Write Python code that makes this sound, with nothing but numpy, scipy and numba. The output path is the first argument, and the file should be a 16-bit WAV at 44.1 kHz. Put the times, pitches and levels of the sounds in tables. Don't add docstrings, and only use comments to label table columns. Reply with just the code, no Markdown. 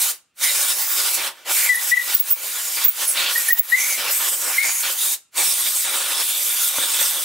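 import sys
import numpy as np
from scipy import signal
from scipy.fft import rfft, irfft, next_fast_len
from scipy.io import wavfile
from scipy.ndimage import uniform_filter1d, map_coordinates
from numba import njit

SR = 44100
rng = np.random.default_rng(int(sys.argv[2]) if len(sys.argv) > 2 else 0)


def generate_wav(signal):
    frames = np.transpose(np.atleast_2d(signal))
    scaled = np.clip(frames, -1, 1) * 32767
    pcm = np.round(scaled).astype(np.int16)
    wavfile.write(sys.argv[1], SR, pcm)


N = 319284


def amp(db):
    return 10 ** (np.asarray(db) / 20)


def unit(x):
    return x / np.sqrt(np.mean(np.abs(x) ** 2) + 1e-20)


def along(points, hz):
    point_hz, value = np.transpose(points)
    return np.interp(np.log(hz + 1), np.log(point_hz + 1), value)


def sides(pan_db):
    return amp(np.array([pan_db, -pan_db]) / 2)


def wander(t, rate):
    knots = rng.standard_normal(int(t[-1] * rate) + 4)
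    return map_coordinates(knots, [t * rate])


def wobble(rate, size):
    return wander(np.arange(size) / SR, rate)


def within(t, start, end, ramp_s):
    return np.clip(np.minimum(t - start, end - t) / ramp_s + 0.5, 0, 1)


def resonance(hz, centre_hz, width_hz):
    return 1 / (1 + (2 * (hz - centre_hz) / width_hz) ** 2)


def paired(a, b, alike):
    turn = np.arccos(np.clip(alike, -1, 1))[:, None] / 2
    shared, apart = np.cos(turn) * a, np.sin(turn) * b
    return np.array([shared + apart, shared - apart])


def noise(gain):
    # pitch_hz, likeness (1 = identical)
    likeness = [(50, .75), (200, 0.94), (1500, 1), (6000, 0.9), (14000, 0.61)]
    hz, t, (a, b) = signal.stft(rng.standard_normal((2, N)), SR, nperseg=512)
    spectra = paired(a, b, along(likeness, hz)) * gain(hz, t)
    return signal.istft(spectra, SR, nperseg=512)[1][:, :N]


def valve(t):
    # opening_s, fully_open_s, let_go_s, dying_db_per_s, seep_db
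    blasts = [(-.1, -.05, 0.11, 480, -67), (0.34, 0.441, 1.276, 480, -30), (1.446, 1.509, 5.14, 600, -69),
              (5.308, 5.382, 7.313, 501, -64)]
    opening_bend = 0.57
    flow_db, before_db = np.full(len(t), -99.), blasts[0][-1]
    for start, full, end, dying, seep_db in blasts:
        opened = np.clip((t - start) / (full - start), 0, 1) ** opening_bend
        rise_db = before_db * (1 - opened)
        fall_db = np.maximum(-dying * np.maximum(t - end, 0), seep_db)
        flow_db = np.where(t >= start, rise_db + fall_db, flow_db)
        before_db = seep_db
    return flow_db


def layer_levels(t):
    # time_s, nominal hiss_level_db
    hiss_course = [(0.0, -24), (0.02, -16.5), (0.11, -23), (0.44, -16), (0.48, -21), (0.732, -24),
                   (0.746, -27), (0.948, -27), (0.99, -20.5), (1.08, -21.5), (1.124, -24.5), (1.148, -16),
                   (1.184, -28), (1.27, -27.5), (1.51, -23), (1.58, -17.5), (1.69, -23.5), (1.73, -32.5),
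                   (1.81, -29), (1.91, -24), (1.93, -33), (1.96, -36), (2.04, -29), (2.13, -25.5),
                   (2.22, -41), (2.31, -26.5), (2.36, -42), (2.44, -32), (2.82, -27.5), (2.84, -27),
                   (2.87, -32), (2.91, -36.5), (3.02, -26.5), (3.12, -26.5), (3.15, -31.5), (3.19, -25.5),
                   (3.28, -28), (3.49, -25.5), (3.56, -41), (3.59, -28.5), (3.62, -47), (3.8, -21),
                   (4.06, -30.5), (4.17, -22), (4.27, -26), (4.29, -20), (4.31, -26), (4.55, -26),
                   (4.62, -30), (4.64, -23.5), (4.8, -27), (4.83, -27), (4.92, -24.5), (4.95, -33.5),
                   (5.02, -23), (5.14, -21.5), (5.4, -19.5), (5.522, -22), (5.542, -25.5), (5.774, -23),
                   (5.85, -27), (6.014, -26), (6.086, -29.5), (6.204, -24), (6.336, -27.5), (6.378, -25),
                   (6.542, -26), (6.568, -23), (6.644, -21.5), (6.752, -29), (6.758, -26), (6.988, -24),
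                   (7.008, -18), (7.168, -29), (7.24, -27)]
    # start_s, end_s, roar_gain_db, rush_gain_db
    strikes = [(0, .03, -3.5, -3), (0.4, 0.73, 1.5, 2), (0.964, 1.096, 5, 2.5), (1.173, 1.522, 11, 6.5),
               (2.07, 2.156, 3, 4), (2.764, 2.87, 4.5, 5.5), (2.977, 3.048, 6.5, 4.5),
               (3.148, 3.324, 8.5, 8), (3.975, 4.11, 10, 8), (4.201, 4.29, 7, 4.5),
               (4.422, 4.53, 7.5, -0.5), (4.64, 4.707, 5.5, 0.5), (4.831, 4.91, 6.5, 6.5),
               (5.326, 5.434, 9, 1), (5.848, 6.228, 8.5, 3), (4.956, 5.3, -3, -2), (5.683, 5.842, -4, -2),
               (6.232, 6.7, -2.5, -1), (4.304, 4.416, 3, -5), (4.73, 4.83, -2, -3), (4.12, 4.19, -2, -3),
               (.76, .95, 2, 0), (3.06, 3.135, -0.5, -5.5), (6.734, 6.91, 4.5, 1.5), (6.935, 7.07, 3, 2.5),
               (7.12, 7.2, 3.5, 0)]
    glancing_db = [-17, -8.5, 0, -2]
    steady = [0.51, 0.45, 0.074, .3]
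    valve_grip = [.8, .85, 1, 1.02]
    landing_s, fizz_per_roar = 0.012, -0.18
    time_s, hiss_db = np.transpose(hiss_course)
    hiss = np.interp(t, time_s, hiss_db)
    roar, rush = sum(np.outer(gains_db, within(t, start, end, landing_s))
                     for start, end, *gains_db in strikes)
    glancing = np.array(glancing_db)[:, None] + hiss - np.outer(steady, hiss - hiss_db.mean())
    struck = [roar, rush, 0 * t, fizz_per_roar * roar]
    return glancing + struck + np.outer(valve_grip, valve(t))


def jet_colour(hz, t):
    # pitch_hz, relative density level_db
    plain_jet = [(24, -80), (40, -28.5), (171, -40), (303, -21), (476, -16.5), (959, -8), (1060, -8.5),
                 (2740, -5.5), (3520, -4.5), (4410, -7), (5260, -7.5), (6580, -8.5), (8670, -5),
                 (12900, -3), (15800, -5)]
    # low_hz, high_hz
    layers = [(250, 1500), (2400, 5000), (5000, 10000), (10000, 14000)]
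    # start_s, end_s, mean centre_hz, width_hz, mean peak_db
    colours = [(0.403, 0.756, 3750, 170, 5.5), (0.416, 1.1, 5170, 400, 4), (4.125, 4.185, 2150, 450, 10),
               (3.47, 3.66, 13500, 2500, 4), (.42, 0.74, 9470, 200, 10), (0.43, 0.52, 2010, 400, 11.5),
               (1.556, 1.69, 2130, 597, 13), (2.4, 2.843, 6970, 400, 5), (3.006, 3.144, 8350, 600, 7),
               (3.165, 3.307, 3900, 1400, 4.5), (3.763, 3.97, 2210, 352, 15.5),
               (3.774, 3.975, 6300, 497, 6), (4.127, 4.5, 8200, 500, 6.5), (4.593, 4.825, 2190, 550, 10.5),
               (4.637, 4.82, 6620, 600, 11), (4.706, 4.818, 10400, 500, 10), (5.363, 6.22, 8530, 900, 5),
               (5.902, 6.25, 10500, 300, 7), (6.107, 7.247, 3550, 420, 9), (6.803, 6.87, 3620, 600, 3.5),
               (5.63, 5.68, 3600, 500, 6), (5.356, 6.107, 3650, 500, 4.5), (4.98, 5.156, 3720, 300, 8.5),
               (4.525, 4.595, 2280, 600, 11), (6.35, 6.7, 10500, 250, 3), (2.285, 2.34, 15000, 1500, 8),
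               (3.575, 3.605, 15200, 1500, 8), (3.69, 3.725, 1700, 300, 8), (3.465, 3.49, 2200, 600, 6),
               (7.0, 7.13, 13500, 3000, 3), (4.05, 4.13, 14500, 2500, 4), (.8, .97, 15200, 2000, 6),
               (1.498, 1.707, 13100, 3500, 2), (3.303, 3.38, 14100, 3000, 4), (5.45, 5.53, 5400, 298, 8),
               (6.15, 6.233, 5400, 300, 11), (4.13, 4.31, 12200, 1200, 5), (6.456, 6.7, 13000, 1500, 3),
               (6.677, 7.24, 8400, 700, 5)]
    # centre_hz, width_hz, peak_db
    chassis = [(316, 54, 8.5), (553, 46, 9), (1046, 33, 2.5), (1416, 75, 6.5), (2364, 200, 2.5)]
    base = amp(along(plain_jet, hz))
    plain_db = [10 * np.log10(np.sum(base[(hz >= lo) & (hz < hi)] ** 2) / len(hz)) for lo, hi in layers]

    centres_hz = np.sqrt(np.prod(layers, axis=1))
    place = np.interp(np.log(hz + 1), np.log(centres_hz), np.arange(len(layers)))
    share = np.clip(1 - np.abs(place[:, None] - np.arange(len(layers))), 0, 1)
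    db = share @ (layer_levels(t) - np.array(plain_db)[:, None])

    for start, end, centre_hz, width_hz, peak_db in colours:
        drift = 1 + 0.0063 * wander(t, 30)
        strength_db = (peak_db + 2.0 * wander(t, 40)) * within(t, start, end, 0.022)
        db += strength_db * resonance(hz[:, None], centre_hz * drift, width_hz)
    for centre_hz, width_hz, peak_db in chassis:
        db += peak_db * resonance(hz[:, None], centre_hz, width_hz)

    patches = uniform_filter1d(rng.standard_normal(db.shape), size=5, axis=0)
    patches = uniform_filter1d(patches, size=10, axis=1)
    return base[:, None] * amp(db + 2.0 * unit(patches)) * sides(-0.8)[:, None, None]


def jet():
    flutter_db = 0.5 + 1.0 * wobble(30, N) + 0.63 * wobble(300, N)
    return noise(jet_colour) * amp(flutter_db)


def echoes(x, decay):
    # pitch_hz, left-right likeness (1 = identical)
    tail_likeness = [(200, 1), (800, 0.68), (2000, 0.15), (6000, 0.11)]
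    hz, t, (a, b) = signal.stft(rng.standard_normal((2, SR // 2)), SR, nperseg=256)
    fade = amp(-60 * t / along(decay, hz)[:, None])
    tail = signal.istft(paired(a, b, along(tail_likeness, hz)) * fade, SR, nperseg=256)[1]
    tail = tail / np.linalg.norm(tail[0])
    late = np.pad(x.mean(axis=0), (100, 0))
    return signal.oaconvolve(late[None], tail, axes=1)[:, :N]


def shop(air, tones):
    # pitch_hz, t60_s
    parts_decay = [(300, 0.062), (4000, 0.04), (15000, 0.059)]
    # pitch_hz, t60_s
    wall_decay = [(200, 0.56), (2000, 0.3), (8000, 0.31), (15000, 0.16)]
    near = echoes(amp(-7.5) * air + amp(-9) * tones, parts_decay)
    walls = echoes(amp(-18.5) * air + amp(-8.5) * tones, wall_decay)
    return air + tones + near + walls


def idle():
    # pitch_hz, relative density level_db
    room_shape = [(18, -30), (30, -1), (459, -12.5), (860, -18.5), (955, -25.5), (1340, -6), (1490, -15),
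                  (2730, -12.5), (15800, -38)]
    # pitch_hz, mean peak level_db
    thin_tones = [(1342, -84), (2490, -84), (2752, -78)]
    t = np.arange(N) / SR
    tones = sum(amp(db + 3 * wobble(23, N)) * np.sin(2 * np.pi * hz * t + 0.8 * wobble(25, N))
                for hz, db in thin_tones)
    room = noise(lambda hz, t: amp(along(room_shape, hz))[:, None])
    return amp(-72.5) * unit(room) + tones


def whistles(notes, rise_db_per_s, fade_db_per_s, waver, flutter_db, flutter_rate, octave_db):
    silent_db = 35
    out = np.zeros((2, N))
    for s, hold, hz, glide, db, pan_db in notes:
        first = round((s - silent_db / rise_db_per_s) * SR)
        last = round((s + hold + silent_db / fade_db_per_s) * SR)
        at = np.arange(first, last)
        t = at / SR - s
        pitch_hz = hz * 2 ** (glide * t) * (1 + waver * wobble(flutter_rate, SR // 4)[:len(t)])
        turns = np.cumsum(pitch_hz) / SR
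        shape_db = rise_db_per_s * np.minimum(t, 0) - fade_db_per_s * np.maximum(t - hold, 0)
        unsteady_db = flutter_db * wobble(flutter_rate, SR // 4)[:len(t)]
        level = np.sqrt(2) * amp(db + shape_db + unsteady_db)
        tone = np.sin(2 * np.pi * turns) + amp(octave_db) * np.sin(4 * np.pi * turns)
        out[:, at] += level * tone * sides(pan_db)[:, None]
    return out


def hollows():
    # held_from_s, hold_s, pitch_hz, glide_octaves_per_s, relative level_db, left_minus_right_db
    hollow_notes = [(1.694, 0.038, 2000, -0.8, -14, 3), (1.746, .01, 1850, 0, -21.5, -2),
                    (1.77, 0.013, 1925, 0, -29, 0), (1.919, 0.024, 1910, 2.5, -13, 5),
                    (1.974, 0.0063, 1962, 0, -14.5, 7), (1.992, 0.0049, 1952, 0.5, -20, 0),
                    (2.016, 0.003, 1944, -0.5, -19.5, -1), (3.36, .004, 1860, 0.5, -14, 1),
                    (3.381, .003, 1904, 3.3, -23.5, -4), (3.488, .003, 1826, 1, -19.5, -2),
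                    (3.507, 0.005, 1880, -.2, -16, -2), (3.527, .003, 1870, -1, -31, -3),
                    (3.725, .031, 1870, 5, -12, 6.5), (3.772, 0.024, 2070, -.5, -22, 3),
                    (4.584, .005, 2116, 0.7, -12.5, 0.5), (4.604, 0.029, 2157, 1, -20.5, 7)]
    return amp(1.5) * whistles(hollow_notes, 2800, 2000, waver=0.0084, flutter_db=1.5,
                               flutter_rate=75, octave_db=-28)


def fins():
    # held_from_s, hold_s, pitch_hz, glide_octaves_per_s, relative level_db, left_minus_right_db
    fin_notes = [(1.753, 0.0076, 11530, -9.5, -21.5, 3), (3.08, 0.021, 10820, -1, -18.5, -2),
                 (3.382, .002, 11450, -5, -17, .5), (3.485, .012, 10900, 8.5, -20, 2),
                 (3.692, 0.018, 11400, 2, -31, 7)]
    return amp(1.0) * whistles(fin_notes, 2000, 1800, waver=0.018, flutter_db=3.5,
                               flutter_rate=405, octave_db=-90)


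def edges():
    # held_from_s, hold_s, pitch_hz, glide_octaves_per_s, relative level_db, left_minus_right_db
    edge_notes = [(2.142, .005, 13400, 19.5, -24, 0), (2.15, .006, 15100, 3.5, -12, -2),
                  (2.202, 0.01, 15600, 0.5, -14, 4), (2.306, .016, 14700, -4, -18.5, -2),
                  (2.324, .01, 15000, 4, -13, -2), (2.846, .003, 12800, 45.5, -21.5, -1),
                  (2.851, 0.0073, 14700, 9, -11, -1), (2.866, .006, 15700, .3, -14, -2),
                  (2.884, .011, 15500, -5, -11.5, -4), (3.529, .003, 15750, 3, -11.5, 1),
                  (3.532, .005, 15050, 1, -13.5, -1), (3.591, .004, 15100, 0, -19, -3),
                  (3.597, .005, 15730, 0.8, -9, 0)]
    return amp(4) * whistles(edge_notes, 3000, 2600, waver=0.009, flutter_db=3.0,
                             flutter_rate=500, octave_db=-87)


def knock():
    # start_s, relative level_db, thud_db added to the modes below 400 Hz
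    ticks = [(6.784, -17.5, -3.5), (7.015, -22.5, -22)]
    # pitch_hz, relative level_db, t60_s
    bench_modes = [(140, -11, 0.026), (317, -3, 0.04), (584, 4, 0.013), (950, 5, .014), (1400, 4, 0.011),
                   (2000, -5, .008)]
    out, t = np.zeros(N), np.arange(SR // 10) / SR
    onset = 1 - np.exp(-t / 0.00013)
    for s, db, thud_db in ticks:
        ring = sum(amp(level_db + thud_db * (hz < 400) - 60 * t / t60) * np.cos(2 * np.pi * hz * t)
                   for hz, level_db, t60 in bench_modes)
        out[round(s * SR):][:len(t)] += amp(db - 3.5) * ring * onset
    return out


def scene():
    tones = hollows() + fins() + edges()
    return shop(jet(), tones + knock()) + idle()


@njit
def follow(level, attack, release):
    out, held = np.empty_like(level), level[0]
    for i in range(len(level)):
        held += (attack if level[i] > held else release) * (level[i] - held)
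        out[i] = held
    return out


def record(dry):
    attack_s, release_s = 0.006, 0.07
    bass_hz, top_hz = 70, 15770
    loud = follow(np.abs(dry).max(axis=0), 1 / (attack_s * SR), 1 / (release_s * SR))
    held = dry / (1 + (loud / amp(-12)) ** 4) ** 0.18
    m = next_fast_len(N + SR // 4)
    hz = np.fft.rfftfreq(m, 1 / SR)
    bass_cut = 1j * hz / (bass_hz + 1j * hz)
    top_cut = np.sin(np.pi / 2 * np.clip((top_hz - hz) / 150 + 0.5, 0, 1)) ** 2
    return irfft(rfft(held, m) * bass_cut * top_cut, m)[:, :N]


dry = scene()
out = record(dry)
generate_wav(out)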